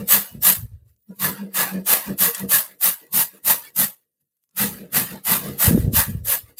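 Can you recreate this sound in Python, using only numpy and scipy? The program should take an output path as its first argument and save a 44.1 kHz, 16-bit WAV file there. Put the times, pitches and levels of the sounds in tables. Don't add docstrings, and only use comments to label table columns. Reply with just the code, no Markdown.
import sys
import numpy as np
from scipy import signal
from scipy.fft import rfft, irfft, next_fast_len
from scipy.io import wavfile
from scipy.ndimage import uniform_filter1d

SR = 44100
rng = np.random.default_rng(int(sys.argv[2]) if len(sys.argv) > 2 else 0)


def dump_mix(stems):
    frames = np.atleast_2d(stems).T
    limited = np.clip(frames, -1, 1)
    pcm = np.round(limited * 32767).astype(np.int16)
    wavfile.write(sys.argv[1], SR, pcm)


def invert_db(x):
    u = np.asarray(x, float) / 20
    return 10 ** u


N = 290619


def evened(x):
    return x / np.sqrt(np.mean(x ** 2) + 1e-20)


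def steadied(x, span_s):
    power = uniform_filter1d(x ** 2, int(span_s * SR))
    return x / np.sqrt(power + 0.35 * np.mean(x ** 2))


def at_samples(t, *controls):
    return [np.interp(np.arange(N) / SR, t, control) for control in controls]


def add(mix, start_s, sound):
    part = mix[round(start_s * SR):][:len(sound)]
    part += sound[:len(part)]


def colour(x, points):
    hz, db = np.transpose(points)
    size = next_fast_len(len(x))
    bin_hz = np.fft.rfftfreq(size, 1 / SR)
    gain = invert_db(np.interp(np.log(bin_hz + 1), np.log(hz), db))
    return irfft(rfft(x, size) * gain, size)[:len(x)]


def ring(x, modes):
    out = 0
    for k, (hz, width_hz, db) in enumerate(modes):
        b, a = signal.iirpeak(hz, hz / width_hz, SR)
        out = out + (-1) ** k * invert_db(db) * signal.lfilter(b, a, x)
    return out


def flutter(span_s, depth_db):
    size = max(int(span_s * SR), 2)
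    smooth = uniform_filter1d(uniform_filter1d(rng.standard_normal(N), size), size)
    return invert_db(depth_db * evened(smooth))


def summed(*levels_db):
    return 10 * np.log10(sum((invert_db(level) ** 2).sum(0) for level in levels_db))


def after(u, ease_s):
    return ease_s * np.logaddexp(0, u / ease_s)


ROCK_RISE_DB, ROCK_FALL_DB = 28.5, 14.5


def hump(u):
    slope_db = np.where(u < 0, ROCK_RISE_DB, ROCK_FALL_DB)
    return -slope_db * (np.sqrt(1 + u ** 2) - 1)


# t/s, level/dB, low f/Hz, high f/Hz
SIDE_BURSTS = [
    (.094, -22.5, 9060, 10950),
    (3.487, -22.5, 9050, 12000),
]


def side_bursts():
    out = np.zeros(N)
    noises = rng.standard_normal((len(SIDE_BURSTS), 2048))
    for (s, db, low_hz, high_hz), noise in zip(SIDE_BURSTS, noises):
        band_pass = signal.butter(8, [low_hz, high_hz], "band", fs=SR, output="sos")
        band = signal.sosfiltfilt(band_pass, noise)
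        add(out, s, invert_db(db) * evened(band) * np.hanning(2048))
    return np.outer([1, -1], out)


# t/s, peak level/dB, f/Hz
COUNTER_BUMPS = [(0.35, -24.5, 150), (0.584, -30, 129), (0.623, -29, 93), (0.717, -37, 92.3),
                 (1.259, -26, 207), (5.678, -10.5, 87), (5.709, -4.5, 197), (5.747, 1.5, 143),
                 (5.776, -3, 236), (5.844, -11, 79), (5.876, -7, 103), (5.933, -15, 180), (6.081, -24, 155),
                 (6.148, -14, 111)]


def bumps():
    out, t = np.zeros(N), np.arange(4000) / SR
    for s, db, hz in COUNTER_BUMPS:
        u = t * hz
        cycles = u + 0.48 * (1 - np.exp(-u / 1.2))
        swing = np.sin(2 * np.pi * cycles) * u * np.exp(-u / 0.41)
        add(out, s, invert_db(db - 4.5) * swing / abs(swing).max())
    return out


# t/s, width/s, board hum level/dB, counter rumble level/dB, knock of the feet level/dB
PRESSES = [(0.161, 0.034, -33, -45, -37), (0.49, 0.029, -31, -41, -44), (1.263, 0.049, -30, -40, -35),
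           (1.61, 0.055, -39.5, -50, -37.6), (1.921, 0.045, -41.5, -52, -35.5),
           (2.221, 0.017, -33.7, -44, -36), (2.265, 0.023, -36.5, -43, -39),
           (2.554, 0.031, -41.5, -47.5, -43.5), (2.874, 0.028, -41.6, -50, -46),
           (3.17, 0.037, -35.7, -41, -40), (3.499, 0.039, -39.5, -44, -39),
           (3.812, 0.03, -29.7, -39.5, -45.5), (4.63, 0.036, -26.5, -37, -33),
           (4.983, 0.045, -30.4, -37, -36), (5.329, 0.045, -30.5, -37, -35),
           (5.667, 0.041, -30, -39, -36.5), (6.314, 0.059, -51.5, -59, -48.5)]
# (t/s, width/s, three levels/dB)
TURNS = [(0.007, 0.034, -31, -40, -35.5), (1.108, 0.018, -38.5, -56, -43),
         (1.415, 0.024, -30.5, -60, -52.7), (1.435, 0.044, -36, -60, -40.5),
         (1.759, 0.039, -26.5, -45.1, -31.5), (2.102, 0.029, -28, -37.5, -30.5),
         (2.436, 0.033, -30, -42, -33.5), (2.716, 0.058, -65.4, -76, -59), (3.035, 0.033, -69, -76, -54.5),
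         (3.346, 0.029, -59, -73, -52), (3.633, 0.18, -71.5, -72, -63), (4.224, 0.031, -80.5, -87, -90.5),
         (4.715, 0.083, -42.5, -47, -45.5), (4.822, 0.036, -42.5, -61, -40),
         (5.128, 0.038, -37.5, -46.5, -40.8), (5.475, 0.063, -33.5, -39.5, -35)]
# (t/s, width/s, three levels/dB)
JOLTS = [(0.368, 0.043, -41, -35.5, -49), (0.589, 0.025, -42, -28.5, -65),
         (0.638, 0.016, -45.5, -22.5, -58), (0.73, 0.029, -60.5, -30.5, -65.9),
         (0.827, 0.065, -81.5, -47, -72.5), (0.913, 0.096, -82, -79, -88.8), (5.679, 0.019, -26, -15, -27),
         (5.738, 0.036, -17.5, -21, -23.5), (5.796, 0.012, -45.4, -13.5, -49.6),
         (5.858, 0.051, -27, -19, -32.1), (5.94, 0.017, -29.5, -21, -52), (5.984, 0.023, -29, -19, -44),
         (6.091, 0.017, -25.5, -29, -45), (6.147, 0.077, -42.5, -24.5, -51.5),
         (6.437, 0.016, -92.5, -44, -82), (6.493, 0.033, -66, -51.5, -56.5)]
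STILL_DB = -102.0


def rocking():
    t = np.arange(0, N / SR + .002, .001)
    s, width, *levels_db = np.vstack([PRESSES, TURNS, JOLTS]).T[:, :, None]
    shape_db = hump((t - s) / width)
    still_db = np.full((1, len(t)), STILL_DB)
    return at_samples(t, *[summed(db + shape_db, still_db) for db in levels_db])


HUM_HZ = 193.8
# f/Hz, level/dB per Hz
THUD_SPECTRUM = [(100, -30.5), (140, 6), (250, -2), (330, -52)]
# f/Hz, level/dB per Hz
RUMBLE_SPECTRUM = [(25, -30.5), (50, 5.5), (70, 6.5), (110, 10.5), (140, -8), (200, -54.5)]
# f/Hz, width/Hz, level/dB
KNOCK_MODES = [(277, 30, 5.5), (376, 78, -0.5), (473, 40, 6), (617, 110, -1)]


def board():
    hum_db, rumble_db, knock_db = rocking()
    thud_noise, rumble_noise, feet_noise = rng.standard_normal((3, N))
    tonal = 1 / (1 + np.exp((rumble_db - hum_db + 9.5) / 1.9))
    phase = 2 * np.pi * np.cumsum(HUM_HZ * flutter(.02, .3)) / SR
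    tone = np.sqrt(2) * np.sin(phase) * flutter(.012, 1.5)
    thud = steadied(colour(thud_noise, THUD_SPECTRUM), 0.032)
    hum = np.sqrt(tonal) * tone + np.sqrt(1 - tonal) * thud
    rumble = steadied(colour(rumble_noise, RUMBLE_SPECTRUM), 0.32)
    chatter = feet_noise * flutter(0.012, 1.0)
    knock = ring(ring(chatter * invert_db(knock_db), KNOCK_MODES), [(390, 190, 0)])
    knock = knock / np.std(ring(chatter, KNOCK_MODES))
    return invert_db(hum_db + 3.0) * hum + invert_db(rumble_db - 3.0) * rumble + invert_db(1.5) * knock


# t/s, f/Hz, level/dB
SKIN_SQUEAK = [
    (.97, 15300, -78),
    (1.03, 14950, -67),
    (1.07, 14850, -68),
    (1.13, 14800, -87),
]


def squeak():
    points = [(0, 15000, -140), (.96, 15000, -140)] + SKIN_SQUEAK + [(1.14, 15000, -140)]
    s, *columns = np.transpose(points)
    hz, db = at_samples(s, *columns)
    return invert_db(db) * np.sin(2 * np.pi * np.cumsum(hz) / SR) * flutter(.004, 2.5)


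# t/s, peak level/dB, f/Hz, t60/s
FIBRE_SNAPS = [(0.9624, -59, 7000, 0.016), (1.0266, -61, 8140, 0.01), (2.3457, -12.5, 8550, 0.06),
               (2.3794, -16, 13400, 0.032), (2.395, -17, 11600, 0.022), (2.417, -34, 9000, 0.015),
               (2.437, -36, 11000, 0.019), (3.0662, -39, 12300, 0.014), (4.3666, -60.5, 12900, 0.045),
               (4.4374, -51.5, 13700, 0.011), (4.4902, -59, 7010, 0.022), (4.5093, -57, 7020, 0.016),
               (5.1575, -30, 9700, 0.023), (5.482, -27, 13500, 0.02), (5.7744, -33, 12500, 0.02)]


def snaps():
    out, t = np.zeros(N), np.arange(1500) / SR
    noises = rng.standard_normal((len(FIBRE_SNAPS), 1500))
    for (s, db, hz, t60), noise in zip(FIBRE_SNAPS, noises):
        decay = invert_db(-60 * t / max(t60, .004))
        burst = noise * decay * np.minimum(t / 0.0015, 1)
        burst = ring(burst, [(hz, 0.44 * hz, 0)]) + 0.16 * burst
        add(out, s, invert_db(db - 2.5) * burst / abs(burst).max())
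    return out


# t/s, length/s, level/dB, f/Hz
PANEL_RINGS = [(0.25, 0.11, -53.5, 2930), (1.082, 0.093, -64, 967), (1.084, 0.065, -62.5, 1412),
               (1.07, 0.056, -70.5, 5600), (1.222, .07, -28.5, 1713), (1.243, 0.095, -37, 1003),
               (1.561, 0.057, -29, 1690), (2.25, 0.089, -33.5, 469), (2.338, .022, -35.5, 2700),
               (2.342, 0.029, -39, 3344), (2.409, 0.03, -42, 1950), (2.511, 0.057, -25.5, 1750),
               (3.614, 0.077, -50, 1770), (3.641, 0.067, -50, 2240), (3.624, 0.07, -53, 3390),
               (3.638, 0.066, -55, 4550), (5.965, 0.055, -28, 900), (6.281, 0.1, -40, 516.7),
               (6.566, 0.045, -51, 4790)]


def panel_rings():
    out = np.zeros(N)
    noises = rng.standard_normal((len(PANEL_RINGS), 8000))
    for (s, length_s, db, hz), noise in zip(PANEL_RINGS, noises):
        size = int(length_s * SR)
        mode = [(hz, 0.012 * hz, 0)]
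        tone = ring(ring(noise, mode), mode)[-size:]
        add(out, s, invert_db(db) * evened(tone) * np.hanning(size))
    return out


def tearing(per_s=6000, spread_db=0.0):
    sizes = invert_db(spread_db * np.minimum(rng.exponential(1, N), 4))
    cracks = sizes * (rng.random(N) < per_s / SR) * rng.choice([-1, 1], N)
    slide = 0.37 * rng.standard_normal(N)
    return (evened(cracks) + slide) * flutter(.0012, 1.0) * flutter(.006, .7)


def patched(x, bins, frames, patchy_db):
    z = signal.stft(x, nperseg=512, noverlap=384)[2]
    field = rng.standard_normal(z.shape)
    for _ in range(2):
        field = uniform_filter1d(field, max(int(bins), 1), 0)
        field = uniform_filter1d(field, max(int(frames), 1), 1)
    depth_db = np.pad(patchy_db, (0, 1024), "edge")[::128][:z.shape[1]]
    gain = invert_db(depth_db * evened(field))
    gain /= np.sqrt(np.mean(gain ** 2, axis=0))
    return evened(signal.istft(z * gain, nperseg=512, noverlap=384)[1][:N])


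# bite t/s, rasp level/dB, hold/s, fade/(dB per s), box ring level relative to rasp/dB
STROKES = [(0.083, -10.5, 0.06, 257.5, -7), (0.427, -10, 0.065, 277.5, -8),
           (1.197, -20, 0.058, 230.5, -0.7), (1.544, -17.5, 0.064, 245, -0.5),
           (1.863, -14, 0.072, 240.5, -3.5), (2.186, -13, 0.066, 265.5, -6.5),
           (2.495, -11.5, 0.063, 265.5, -7), (2.812, -13.5, 0.064, 310.5, -8.5),
           (3.13, -14.5, 0.081, 369.5, -8.7), (3.45, -13.5, 0.064, 304, -5.5),
           (3.763, -13.5, 0.061, 331, -8), (4.568, -17.5, 0.049, 185, -2.5),
           (4.93, -15, 0.044, 213.5, -2.5), (5.251, -17.0, 0.088, 242.0, -2.5),
           (5.589, -14, 0.077, 277, -5), (5.934, -13.5, 0.062, 292.5, -5), (6.254, -18.0, 0.088, 360, -8.5),
           (6.596, -6.5, 0.08, 250.0, -6.5)]
BITE_DB_PER_S, SWELL_DB, SWELL_S, LIFT_S = 1400, 14.5, 0.019, 0.0068
BOX_LAG_DB, BOX_LAG_S = 7.0, 0.023
# turn t/s, length/s, rasp level/dB, box ring level relative to rasp/dB
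RETURNS = [(0.009, 0.068, -40, 7), (0.379, 0.171, -47, 0.5), (1.448, 0.067, -57.5, 14.5),
           (1.807, 0.11, -48.2, 8), (2.129, 0.06, -43, 6), (2.449, 0.064, -39.5, 1.5),
           (2.738, 0.032, -54.5, 2.5), (3.113, 0.11, -61, 3.5), (3.374, 0.016, -52, 0.5),
           (3.686, 0.043, -46.0, -0.2), (4.854, 0.063, -67.5, 19), (5.183, 0.076, -47.5, 8),
           (5.588, 0.12, -45.5, 3.5), (5.852, 0.06, -42, -1), (6.2, 0.11, -51, -0.5),
           (6.512, 0.012, -57.5, 2.5)]
SAG_DB_PER_S, LAND_DB_PER_S, TURN_DB_PER_S, EASE_S = 145.5, 280.5, 279.5, .008
AIRBORNE_S = 0.3
# t/s, width/s, rasp level/dB, box ring level relative to rasp/dB
BRUSHES = [(.74, .06, -78.5, 5.5), (.89, 0.04, -68, -8), (1.01, 0.031, -77, -26.5), (1.11, 0.034, -65, -1),
           (1.166, 0.018, -54, -20), (4.0, .04, -71.5, -7), (4.212, 0.012, -72.5, -10),
           (4.436, .018, -75, -22.5), (4.516, 0.0089, -83, -25)]
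REST_DB, REST_BOX_DB = -84.5, -99.0


def contact():
    t = np.arange(0, N / SR + .002, .001)
    s, db, hold, fade, box_db = np.transpose(STROKES)[:, :, None]
    since = np.maximum(t - s, 0)
    push = db - SWELL_DB * np.exp(-since / SWELL_S)
    push = push + BITE_DB_PER_S * np.minimum(t - s, 0) - fade * after(t - s - hold, LIFT_S)
    push_box = push + box_db - BOX_LAG_DB * np.exp(-since / BOX_LAG_S)

    s, length, db, drag_box_db = np.transpose(RETURNS)[:, :, None]
    drag = db - SAG_DB_PER_S * (t - s + length / 2)
    drag = drag - TURN_DB_PER_S * after(t - s, EASE_S)
    drag = drag - LAND_DB_PER_S * after(s - length - t, EASE_S)
    drag = drag - BITE_DB_PER_S * after(s - length - AIRBORNE_S - t, EASE_S)

    s, width, db, brush_box_db = np.transpose(BRUSHES)[:, :, None]
    brush = db + hump((t - s) / width)
    rest = np.ones((1, len(t)))
    rasp_db = summed(push, drag, brush, REST_DB * rest)
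    box_ring_db = summed(push_box, drag + drag_box_db, brush + brush_box_db, REST_BOX_DB * rest)
    return at_samples(t, rasp_db, box_ring_db - rasp_db)


# f/Hz, level/dB per Hz
RASP_SPECTRUM = [(1500, -44.5), (3000, -21), (5600, -19.5), (9000, -10.5), (11500, -6.5), (13500, -2.5),
                 (15000, -6.5), (16000, -25)]
# f/Hz, level/dB per Hz
SCRAPE_SPECTRUM = [(300, -35.5), (550, 1.5), (800, -3.5), (1500, -7.5), (2500, -2), (4000, -6), (5500, -14),
                   (8000, -18)]
# f/Hz, width/Hz, level/dB
BOX_MODES = [(932, 60, -2), (1000, 45, -6), (1157, 260, -3.5), (1685, 85, 6), (1920, 120, -0.5),
             (2284, 40, -10.5), (2795, 80, -23.5), (3246, 130, -6.5), (4690, 110, -11)]


def grater():
    rasp_db, box_db = contact()
    teeth = tearing()
    light = np.clip((-18 - rasp_db) / 22, 0, 1)
    bright = colour(teeth, RASP_SPECTRUM)
    rasp = patched(bright, bins=2.0, frames=7.0, patchy_db=2.5 + 2.2 * light) * invert_db(rasp_db)
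    force = patched(teeth, bins=1, frames=16.0, patchy_db=2.8 + 3.2 * light)
    shake = force * invert_db(rasp_db + box_db)
    scrape = colour(shake, SCRAPE_SPECTRUM) / np.std(colour(force, SCRAPE_SPECTRUM))
    return invert_db(0.5) * rasp + invert_db(-8.0) * scrape + invert_db(6.5) * ring(shake, BOX_MODES)


def scene():
    mono = bumps() + board() + squeak() + snaps() + panel_rings() + grater()
    return np.tile(mono, (2, 1))


def band_limit(x):
    return signal.sosfilt(signal.butter(12, 16160, fs=SR, output="sos"), x)


def record(dry):
    high_pass = signal.butter(2, 36, "high", fs=SR, output="sos")
    limited = np.tanh(signal.sosfilt(high_pass, dry) / 1.1) * 1.1
    low_pass = signal.firwin(511, 15900, window=("kaiser", 10), fs=SR)
    limited = signal.oaconvolve(limited, low_pass[None], "same")
    return band_limit(limited + side_bursts())


dry = scene()
out = record(dry)
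dump_mix(out)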